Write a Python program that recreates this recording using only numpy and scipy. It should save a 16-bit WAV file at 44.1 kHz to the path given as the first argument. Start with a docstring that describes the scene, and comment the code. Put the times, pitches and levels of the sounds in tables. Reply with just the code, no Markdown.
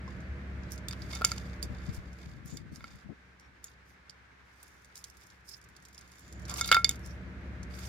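"""A slab of ice on concrete paving, nosed and pawed by a small dog close to a stereo microphone.
The slab grates over grit, squeaks and twice tips over and clinks to rest, ringing in its own modes;
claws and teeth tick on it. Wind or handling makes soft low bumps, mostly on the left.
Far off an engine drones in rumble and hiss, a background that is turned down in the middle
and comes back; a bird whistles faintly."""
import sys
import numpy as np
from scipy import signal
from scipy.fft import rfft, irfft
from scipy.io import wavfile

SR = 44100
rng = np.random.default_rng(int(sys.argv[2]) if len(sys.argv) > 2 else 0)


def persist_wave(psi):
    """Save psi, clipped to +-1, as 16-bit WAV."""
    counts = np.round(np.clip(psi, -1, 1) * 32767).astype(np.int16)
    wavfile.write(sys.argv[1], SR, np.atleast_2d(counts).T)


N = 347508
T = np.arange(N) / SR


def amp(db):
    """Decibels to gain."""
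    return 10 ** (np.asarray(db) / 20)


def unit(x):
    """Scales to rms 1."""
    return x / np.sqrt(np.mean(x ** 2) + 1e-20)


def read(points, hz):
    """Reads a table on a log-frequency axis."""
    f, value = np.transpose(points)
    return np.interp(np.log(hz + 1), np.log(f + 1), value)


def add(mix, s, sound):
    """Mixes a sound in at time s."""
    part = mix[..., max(round(s * SR), 0):][..., :sound.shape[-1]]
    part += sound[..., :part.shape[-1]]


def colour(x, points):
    """Filters by a spectrum, keeping the power of white noise."""
    size = x.shape[-1]
    return irfft(rfft(x) * unit(amp(read(points, np.fft.rfftfreq(size, 1 / SR)))), size)


def drift(hz):
    """A random wander of rms 1, with changes up to about hz."""
    f = np.fft.rfftfreq(N, 1 / SR)
    return unit(irfft(rfft(rng.standard_normal(N)) / (1 + (f / hz) ** 4), N))


def pair(mid, side, width):
    """Left and right from a shared part and a part of opposite sign."""
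    return np.array([mid + width * side, mid - width * side]) / np.sqrt(1 + width ** 2)


def noise(size, width):
    """Stereo white noise: mono at width 0, independent sides at 1."""
    return pair(*rng.standard_normal((2, size)), width)


def pan(left_db):
    """Channel gains that put the left left_db above the right."""
    return amp([[left_db / 2], [-left_db / 2]])


# Level of the background (drone, rumble, part of the hiss), turned down in the middle,
# probably by noise suppression: (time [s], level [dB])
BACKGROUND_LEVEL = [(0.0, -42.5), (1.76, -42.5), (2.83, -60.5), (4.59, -66.5), (6.19, -62), (6.41, -44.5),
                    (7.88, -43.5)]
# The far engine's speed: (time [s], cycle rate [Hz])
ENGINE_SPEED = [(0, 17.5), (2, 16.5), (5, 16.5), (7.88, 17)]
# Its harmonics: (multiple of the cycle rate, level [dB])
ENGINE_HARMONICS = [(3, -12.5), (4, 0.5), (6, -10), (7, -11.5), (8, -14), (10, -19), (11, -8), (13, -21),
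                    (15, -21.5), (20, -19.5), (28, -23), (36, -23)]
# The rumble around it: (frequency [Hz], level [dB])
RUMBLE_SPECTRUM = [(20, -27), (35, -18.5), (48, -6.5), (70, 0), (130, -0.5), (190, -4), (260, -5.5),
                   (400, -12.5), (700, -17.5), (1500, -67)]


def far_engine(drone_db=-2, rumble_db=-48.5, rumble_follow=.85, loud_db=-42):
    """Far off, an engine's cycles make wavering harmonics in a rumble; both follow the background level."""
    level_db = np.interp(T, *np.transpose(BACKGROUND_LEVEL))
    cycle_hz = np.interp(T, *np.transpose(ENGINE_SPEED)) * (1 + .0069 * drift(6.04))
    cycles = np.cumsum(cycle_hz) / SR
    drone = sum(amp(db + 2.2 * drift(23)) * np.sin(2 * np.pi * (k * cycles + rng.random()))
                for k, db in ENGINE_HARMONICS)
    drone = pair(drone, drone * drift(12), width=.17)  # moving air shifts it from side to side
    rumble = colour(noise(N, width=.28), RUMBLE_SPECTRUM) * amp(1.26 * drift(8))
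    rumble *= amp(rumble_db + rumble_follow * (level_db - loud_db))
    return np.sqrt(2) * amp(drone_db + level_db) * drone + rumble


# Open air all around the microphone: (frequency [Hz], level [dB])
AIR_SPECTRUM = [(100, -22.5), (400, 0), (620, -7), (780, -2.5), (1100, -0.5), (1380, 1.5), (1520, 3.5),
                (1680, 4.5), (1900, 0.5), (2100, 1.5), (2900, -9.5), (4500, -14), (6500, -19),
                (9000, -28.5), (15000, -35.5), (16300, -47)]


def outdoor_hiss(calm_db=-61, roar_db=-56, loud_db=-42):
    """A wide, soft hiss, and a duller one that follows the background level."""
    calm = colour(noise(N, width=.95), AIR_SPECTRUM) * amp(.8 * drift(18))
    roar = colour(colour(noise(N, width=1), AIR_SPECTRUM), [(2200, .0069), (6000, -4)])
    sunk_db = np.interp(T, *np.transpose(BACKGROUND_LEVEL)) - loud_db
    return amp(calm_db) * calm + amp(roar_db + sunk_db) * roar


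# The free slab's modes, the first four bending it lengthwise: (frequency [Hz], t60 [s], level [dB])
SLAB_MODES = [(1373, 0.15, -.5), (2178, 0.15, -12.5), (3595, 0.098, -13), (4750, 0.044, -1),
              (5170, 0.039, -18), (6290, 0.041, -15.5), (6970, .045, -9), (7470, 0.028, -15),
              (9150, 0.033, -14.5), (10270, 0.042, -16), (12400, 0.037, -14), (14530, 0.021, -7.5)]


def through_ice(force, ring, share):
    """Blends a contact force with the ringing it wakes in the slab; ring scales the decay times."""
    t = np.arange(4096) / SR
    body = sum(amp(.5 * db - 60 * t / (t60 * ring)) * np.cos(2 * np.pi * hz * t) / np.sqrt(t60)
               for hz, t60, db in SLAB_MODES)
    rung = signal.oaconvolve(force, body[None] / np.linalg.norm(body), axes=1)[:, :N]
    return np.sqrt(1 - share) * force + np.sqrt(share) * rung


def high_resonances(ring_db, t60=.03, count=14):
    """A direct click followed by faint ringing at random high pitches."""
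    t = np.arange(4096) / SR
    hz = rng.uniform(5000, 15500, (count, 1))
    rings = (np.sin(2 * np.pi * (hz * t + rng.random((count, 1)))) * amp(-60 * t / t60)).sum(0)
    response = (t == 0) + amp(ring_db) * rings / np.linalg.norm(rings)
    return response[None] / np.linalg.norm(response)


def shifting_resonances(x, ring_db, sets=4):
    """Faint, random high resonances colour the ticks and grit, one set fading into another."""
    weights = np.array([amp(20 * drift(9)) for _ in range(sets)])
    return sum(signal.oaconvolve(x * share, high_resonances(ring_db), axes=1)[:, :N]
               for share in weights / weights.sum(0))


def grains(per_s, spread_db, judder_db):
    """Rough points catch and let go: random clicks of uneven size, in clumps."""
    sizes = amp(spread_db * np.minimum(rng.exponential(1, N), 4))
    catches = rng.random(N) < per_s / SR
    return unit(sizes * catches * noise(N, width=.86) * amp(judder_db * drift(90)))


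# Ice and claws dragged over the concrete, close by:
# (time of hardest push [s], length [s], grating level [dB], grit against grating [dB])
STROKES = [(.11, 0.23, -67.5, -17), (.66, .12, -69.5, -20), (0.726, 0.075, -67, 13.5),
           (1.036, 0.27, -64, -2), (1.14, 0.15, -48.5, -9), (1.273, 0.12, -50.5, 0),
           (1.364, 0.44, -60, -6.5), (1.635, 0.046, -57.5, 7), (1.84, 0.56, -65, -7),
           (1.948, 0.062, -70, 14), (2.236, 0.3, -67.5, -4), (2.477, 0.083, -70, 9), (2.537, .18, -66, -5),
           (2.749, .1, -71.5, 6.5), (2.88, 0.32, -67, -4.5), (3.672, 0.15, -68.5, -1.5),
           (3.89, 0.12, -75, 5), (4.65, 0.64, -73.5, 3), (4.98, 0.098, -69, 10.5), (5.072, 0.081, -74, 10),
           (5.208, 0.4, -73.5, 4.5), (5.503, 0.17, -72, 14), (5.883, 0.92, -76.5, -1),
           (6.2, 0.67, -71.5, -3), (6.506, 0.09, -52, -.5), (6.579, 0.092, -46.5, 1),
           (6.684, 0.27, -50.5, -4.5), (6.903, 0.14, -58, -2), (7.065, 0.22, -73, 6.5),
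           (7.868, 0.51, -55, -1)]
# The grating slab: (frequency [Hz], level [dB])
GRATE_SPECTRUM = [(300, -14.5), (700, 1.5), (1150, 0.5), (1700, -13), (2300, 1), (2900, -3), (3700, -1.5),
                  (5000, -3.5), (7000, -7.5), (8200, -15), (16000, -34)]
# The grit under it: (frequency [Hz], level [dB])
GRIT_SPECTRUM = [(2000, -40), (4200, -7), (5500, 8), (7200, 0.5), (8300, 0), (10500, -2), (14800, -5.5),
                 (16300, -15)]


def scrapes(grate_db=2, crackle_db=-4, swell_share=.4):
    """Each stroke swells and fades; the slab grates, fine grit hisses and coarse grit crackles."""
    slab_push, grit_push = np.zeros((2, N))
    for peak_s, length, slab_db, grit_db in STROKES:
        t, swell_s = np.arange(0, length, 1 / SR), swell_share * length
        push = amp(np.interp(t, [0, swell_s, length], [-12, 2, -12])) * signal.windows.tukey(len(t), .3)
        add(slab_push, peak_s - swell_s, amp(slab_db) * push)
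        add(grit_push, peak_s - swell_s, amp(slab_db + grit_db) * push)
    slips = slab_push * grains(per_s=5500, spread_db=-.5, judder_db=4.5)
    slab = through_ice(slips, ring=.55, share=.36)
    fine = grains(per_s=20000, spread_db=2, judder_db=2.2)
    coarse = grains(per_s=290, spread_db=3, judder_db=8)
    grit = shifting_resonances(grit_push * (fine + amp(crackle_db) * coarse), ring_db=-6)
    return amp(grate_db) * colour(slab, GRATE_SPECTRUM) + colour(grit, GRIT_SPECTRUM)


# A bird far off, in the centre: (start [s], length [s], middle pitch [Hz])
BIRD_WHISTLES = [(.02, .14, 4770), (.22, 0.055, 4560), (0.646, .09, 4020), (2.708, .07, 4350),
                 (2.87, 0.05, 5000), (3.39, 0.092, 5530)]


def far_bird(level_db=-74, sag_hz_per_s=900, waver=.025):
    """Thin whistles that sag in pitch, blurred by distance."""
    out, wobble = np.zeros(N), 1 + waver * drift(220)
    for start, length, hz in BIRD_WHISTLES:
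        t = np.arange(0, length, 1 / SR)
        pitch = (hz - sag_hz_per_s * (t - length / 2)) * wobble[round(start * SR):][:len(t)]
        add(out, start, signal.windows.tukey(len(t), .5) * np.sin(2 * np.pi * np.cumsum(pitch) / SR))
    return amp(level_db) * out


# Claws and teeth on the ice, close by: (time [s], level [dB], treble tilt [dB])
SNAPS = [(0.078, -48, -31), (.2044, -53, -9), (0.634, -50.5, -25), (0.7777, -41, -6), (.9256, -37, -17),
         (1.0186, -38.5, -48), (1.151, -30.5, 0), (1.8644, -45, -6), (1.9445, -53, -2), (2.13, -49, -3),
         (2.4573, -39, 18), (2.5012, -44, -2), (2.569, -38, 4), (2.7583, -39.5, -2), (3.397, -50, -2),
         (3.645, -39, 7), (4.0956, -39, -12), (4.629, -34, 16), (4.8456, -46, 2), (4.955, -34, 3),
         (4.97, -40, -5), (5.0405, -30.5, -2), (5.1697, -43, 8), (5.3007, -47.5, -6), (5.49, -32.5, 14),
         (5.614, -48, 1), (5.7646, -44.5, -7), (5.851, -41.5, -4), (5.8845, -45, 6), (5.946, -43.5, -1),
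         (5.9786, -39, -9), (6.0103, -44.5, -3), (6.117, -45, 3), (6.1932, -41.5, 8), (6.325, -40.5, 1),
         (6.4525, -40, -9), (6.658, -24, 13), (6.676, -23, 7), (6.9566, -41, 4), (7.06, -35.5, 5),
         (7.6304, -41.5, -9)]
# The colour they share: (frequency [Hz], level [dB])
SNAP_SPECTRUM = [(1000, -32), (2800, -10), (4000, 0), (5300, 1.5), (7000, 4.5), (8200, -0.5), (10000, -3),
                 (14500, -13), (16300, -18)]


def claws_and_teeth(level_db=-3, centre_hz=5230, spread_oct=.16, skid_db=-8, skid_s=.013,
                    rise_s=.00084, snap_s=.0019, crumble_db=-15, crumble_s=.0063,
                    gnaw_start=5.5, gnaw_s=1.5, gnaws=20):
    """A hard point snaps on the ice at its own pitch, skids and catches once more, more softly."""
    t, out = np.arange(SR // 16) / SR, np.zeros((2, N))
    envelope = (1 - np.exp(-t / rise_s)) * (np.exp(-t / snap_s) + amp(crumble_db) * np.exp(-t / crumble_s))
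    gnawing = [(gnaw_start + gnaw_s * (i + rng.random()) / gnaws, rng.normal(-47.5, 1), 6)
               for i in range(gnaws)]
    for s, db, treble_db in SNAPS + gnawing:
        hz = centre_hz * 2 ** (spread_oct * rng.standard_normal())
        for delay, drop_db in [(0, 0), (skid_s * rng.uniform(.28, 1), skid_db)]:
            snap = colour(noise(len(t), width=.39), [(5000, 0), (12000, treble_db)])
            pitched = colour(snap, [(hz / 1.15, 0), (hz, 5), (hz * 1.15, 0)])
            add(out, s + delay, amp(db + drop_db) * envelope * pitched)
    rung = shifting_resonances(through_ice(out, ring=.35, share=.06), ring_db=-9)
    return amp(level_db) * colour(rung, SNAP_SPECTRUM)


def knock(start=.078, level_db=-40, hz=1050, t60=.05):
    """One dull knock close by: a single damped mode."""
    t = np.maximum(T - start, 0)
    return amp(level_db - 60 * t / t60) * np.sin(2 * np.pi * hz * t)


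# Drags on the paving that sing roughly: (start [s], end [s], resonance [Hz], level [dB])
SINGING_DRAGS = [(.71, 0.786, 5500, -69), (1.278, 1.305, 4750, -54), (2.457, 2.587, 6950, -57),
                 (3.636, 3.682, 6870, -55.5), (5.469, 5.567, 5100, -52.5), (6.105, 6.52, 6940, -67.5),
                 (6.494, 6.618, 1150, -45.5), (6.567, 6.727, 3750, -48), (7.017, 7.145, 5500, -61)]


def squeaks(bandwidth_hz=450):
    """Uneven slips feed one narrow resonance for the length of a drag."""
    out = np.zeros((2, N))
    for start, end, hz, db in SINGING_DRAGS:
        size = round((end - start) * SR)
        detuning = (np.fft.rfftfreq(size, 1 / SR) - hz) / (bandwidth_hz / 2)
        tone = unit(irfft(rfft(noise(size, width=.97)) / (1 + detuning ** 2) ** .7, size))
        add(out, start, amp(db) * tone * signal.windows.tukey(size, .5))
    slips = unit(amp(4 * drift(45)))
    return out * slips


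# The slab striking the paving, close by: (time [s], strength [dB], place [0 end, 0.5 middle],
# most excited frequency [Hz], crack against strength [dB], ring time [share of the free slab's])
BLOWS = [(.8844, -27, .47, 5870, -6, 0.59), (.9105, -29.5, 0.12, 3500, -11, 0.44),
         (.932, -35, 0.51, 2400, -4, 0.1), (1.133, -26.5, 0.31, 3570, -24, 0.36),
         (1.2115, -24, 0.12, 1190, -12.5, 0.23), (1.2185, -14.5, 0.097, 1600, -23.5, .3),
         (1.2437, -13.5, 0.038, 2130, -18, 0.24), (1.2477, -4, 0.071, 4640, -19, 0.56),
         (1.3172, -10.5, 0.076, 3400, -23, 0.27), (1.3812, -25.5, 0.094, 4530, -17, 0.15),
         (1.6274, -27.5, 0.39, 6500, -11, 0.74), (2.571, -35.5, 0.32, 5400, -11.5, 0.73),
         (2.807, -34.5, 0.22, 1700, -26, 0.17), (2.8417, -29, .33, 2400, -18.5, 0.21),
         (3.642, -28, 0.057, 6050, -24, 0.53), (6.4969, -21.5, 0.063, 4340, -28, 0.45),
         (6.54, -21, .065, 5300, -25, 0.48), (6.6109, -8, 0.046, 3860, -36, 0.52),
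         (6.645, -23, 0.47, 4100, -15, 0.57), (6.6895, -24, 0.35, 3130, -8.5, 0.52),
         (6.7152, -1, 0.076, 2600, -13, 0.72), (6.725, -6, .25, 2320, -8.5, 0.43),
         (6.7449, -11, 0.46, 2600, -6.5, 0.95), (6.7675, -12.5, 0.024, 1560, -13, 1),
         (6.845, -6.5, 0.19, 3730, -17, 0.46), (6.8925, -7.5, .275, 6000, -28, 0.29),
         (6.911, -26.5, 0.039, 4600, -11, 0.37)]
# The crack at the contact: (multiple of the most excited frequency, level [dB])
CRACK_SPECTRUM = [(.05, -34.5), (.15, -23.5), (.3, -13.5), (.6, 1), (1, -9), (1.35, -0.5), (2.5, -16.5),
                  (5, -21.5), (12, -42)]


def clinks(ring_db=3, node_floor=.015, focus_db=7, support_shift=.007, rise_s=.00022, choke_s=.002,
           crack_db=2, crack_s=.002, grit_db=-19, grit_s=.017):
    """Each blow cracks and rings the modes that move where it lands and suit its hardness."""
    t = np.arange(SR // 4) / SR
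    hz, t60, mode_db = np.transpose(SLAB_MODES)[:, :, None]
    k = np.arange(len(SLAB_MODES))[:, None] + 1
    rings, cracks = np.zeros(N), np.zeros((2, N))
    gaps = np.diff([blow[0] for blow in BLOWS] + [N / SR])
    rise = 1 - np.exp(-t / rise_s)
    crush = rise * (np.exp(-t / crack_s) + amp(grit_db) * np.exp(-t / grit_s))  # grit crumbles on
    for (s, strength, place, contact_hz, crack, ring), gap in zip(BLOWS, gaps):
        motion = np.where(k <= 4, np.cos(np.pi * ((k + .5) * place + 1 / 4)), 1)
        level_db = strength + mode_db - focus_db * np.log2(hz / contact_hz) ** 2
        # the more the slab is held, the more its modes shift
        detune = 1 + support_shift * (1 - min(ring, .9)) * rng.standard_normal(hz.shape)
        envelopes = np.hypot(motion, node_floor) * amp(level_db - 60 * t / (t60 * ring))
        modes = envelopes * np.sin(2 * np.pi * hz * detune * t) * rng.choice([-1, 1], hz.shape)
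        choke = np.exp(-np.maximum(t - gap, 0) / choke_s)  # the next landing stops the ring
        add(rings, s, modes.sum(0) * rise * choke)
        contact = colour(noise(len(t), width=.78), [(m * contact_hz, db) for m, db in CRACK_SPECTRUM])
        add(cracks, s, amp(strength + crack) * crush * contact)
    return amp(ring_db) * rings + amp(crack_db) * cracks


# The slab landing flat on the paving: (frequency [Hz], level [dB])
SLAP_SPECTRUM = [(80, -10.5), (300, -23.5), (550, 8.5), (800, -10.5), (1300, 2), (3000, -26.5)]


def slaps(level_db=-20, decay_s=.0028, soft_hz=2000, drop_db_per_oct=12):
    """A flat, soft landing also squeezes out a dull puff; a hard corner does so less."""
    t, out = np.arange(SR // 16) / SR, np.zeros((2, N))
    for s, strength, _, contact_hz, *_ in BLOWS:
        puff = colour(noise(len(t), width=.45), SLAP_SPECTRUM) * np.exp(-t / decay_s)
        add(out, s, amp(strength - drop_db_per_oct * np.log2(contact_hz / soft_hz)) * puff)
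    return amp(level_db) * out


# Wind or handling at the microphone, mostly on the left:
# (time [s], level [dB], strongest frequency [Hz], left over right [dB])
BUMPS = [(1.631, -37.5, 278, 0), (1.696, -36.5, 162, 14), (1.88, -33.5, 153, 10.5), (1.975, -36, 88.7, 13),
         (2.258, -40, 170, 4), (2.525, -38.5, 227, 14), (2.6, -45, 182, 14), (2.712, -40.5, 215, 7),
         (2.932, -47, 166, 8), (3.045, -46, 190, 12), (3.088, -43.5, 322, 18.5)]


def microphone_bumps(level_db=-3, rise_s=.011):
    """Wind or handling makes soft low puffs without any ring."""
    t, out = np.arange(SR // 4) / SR, np.zeros((2, N))
    envelope = t / rise_s * np.exp(1 - t / rise_s)
    for s, db, hz, left_db in BUMPS:
        spectrum = [(hz / 6, -14), (hz / 2, -1), (hz, 0), (hz * 1.42, -10), (hz * 4, -36), (hz * 10, -70)]
        puff = colour(noise(len(t), width=1), spectrum)
        add(out, s, amp(db) * pan(left_db) * envelope * puff)
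    return amp(level_db) * out


# Rustle right at the microphone: (frequency [Hz], level [dB])
PORT_RUSTLE_SPECTRUM = [(40, -16), (120, 11), (280, -1), (450, -16), (800, -37), (3000, -58)]


def rustle(start=2.2, end=3, level_db=-53.5, left_db=7, lumpy_db=3):
    """Wind or a hand at the left port: lumpy low noise that runs on between the bumps."""
    out, size = np.zeros((2, N)), round((end - start) * SR)
    rub = colour(noise(size, width=.95), PORT_RUSTLE_SPECTRUM)
    add(out, start, amp(level_db) * pan(left_db) * rub * signal.windows.tukey(size, .5))
    return out * amp(lumpy_db * drift(26))


def patio(x, wet_db=-21, t60=.099, echoes_per_s=2000, first_echo_s=.006):
    """Walls and fence scatter faint reflections back to the microphone."""
    t = np.arange(SR // 2) / SR
    arrivals = (rng.random((2, len(t))) < echoes_per_s / SR) * (t > first_echo_s)
    echoes = rng.standard_normal((2, len(t))) * arrivals * amp(-60 * t / t60)
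    return x + amp(wet_db) * signal.oaconvolve(x, echoes / np.linalg.norm(echoes[0]), axes=1)[:, :N]


# The slab's balance at the microphone: (frequency [Hz], left over right [dB])
PORT_BALANCE = [(500, -1), (2200, -2), (3000, 4), (3600, -3.5), (4200, -3.5), (4800, -11.5), (5700, -15.5),
                (6600, 1), (8000, -2.5), (9300, 2.5), (12000, 0), (16000, 2.5)]
# Its phase there: (frequency [Hz], left lead [rad])
PORT_LEAD = [(200, 0), (1400, .85), (2200, .4), (3600, .1), (4750, 1.3), (6000, 2.3), (9000, 2),
             (12000, 1.2), (16000, 1.2)]


def microphone_ports(x):
    """The two ports hear the nearby slab with different level and phase."""
    hz = np.fft.rfftfreq(N, 1 / SR)
    left = amp(read(PORT_BALANCE, hz) / 2) * np.exp(.5j * read(PORT_LEAD, hz))
    gains = np.array([left, 1 / left])
    return irfft(rfft(x) * gains / np.sqrt(np.mean(abs(gains) ** 2, axis=0)), N)


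def scene():
    """Ice and dog close by on the patio, engine and bird far behind."""
    far = far_engine() + outdoor_hiss() + far_bird()
    near = scrapes() + claws_and_teeth() + knock() + squeaks() + clinks() + slaps()
    return far + microphone_ports(patio(near)) + microphone_bumps() + rustle()


def record(dry, edge_hz=16400):
    """The recorder cuts off the highest treble."""
    lowpass = signal.firwin(511, edge_hz, window=("kaiser", 9), fs=SR)
    return signal.oaconvolve(dry, lowpass[None], "same")


dry = scene()
out = record(dry)
persist_wave(out)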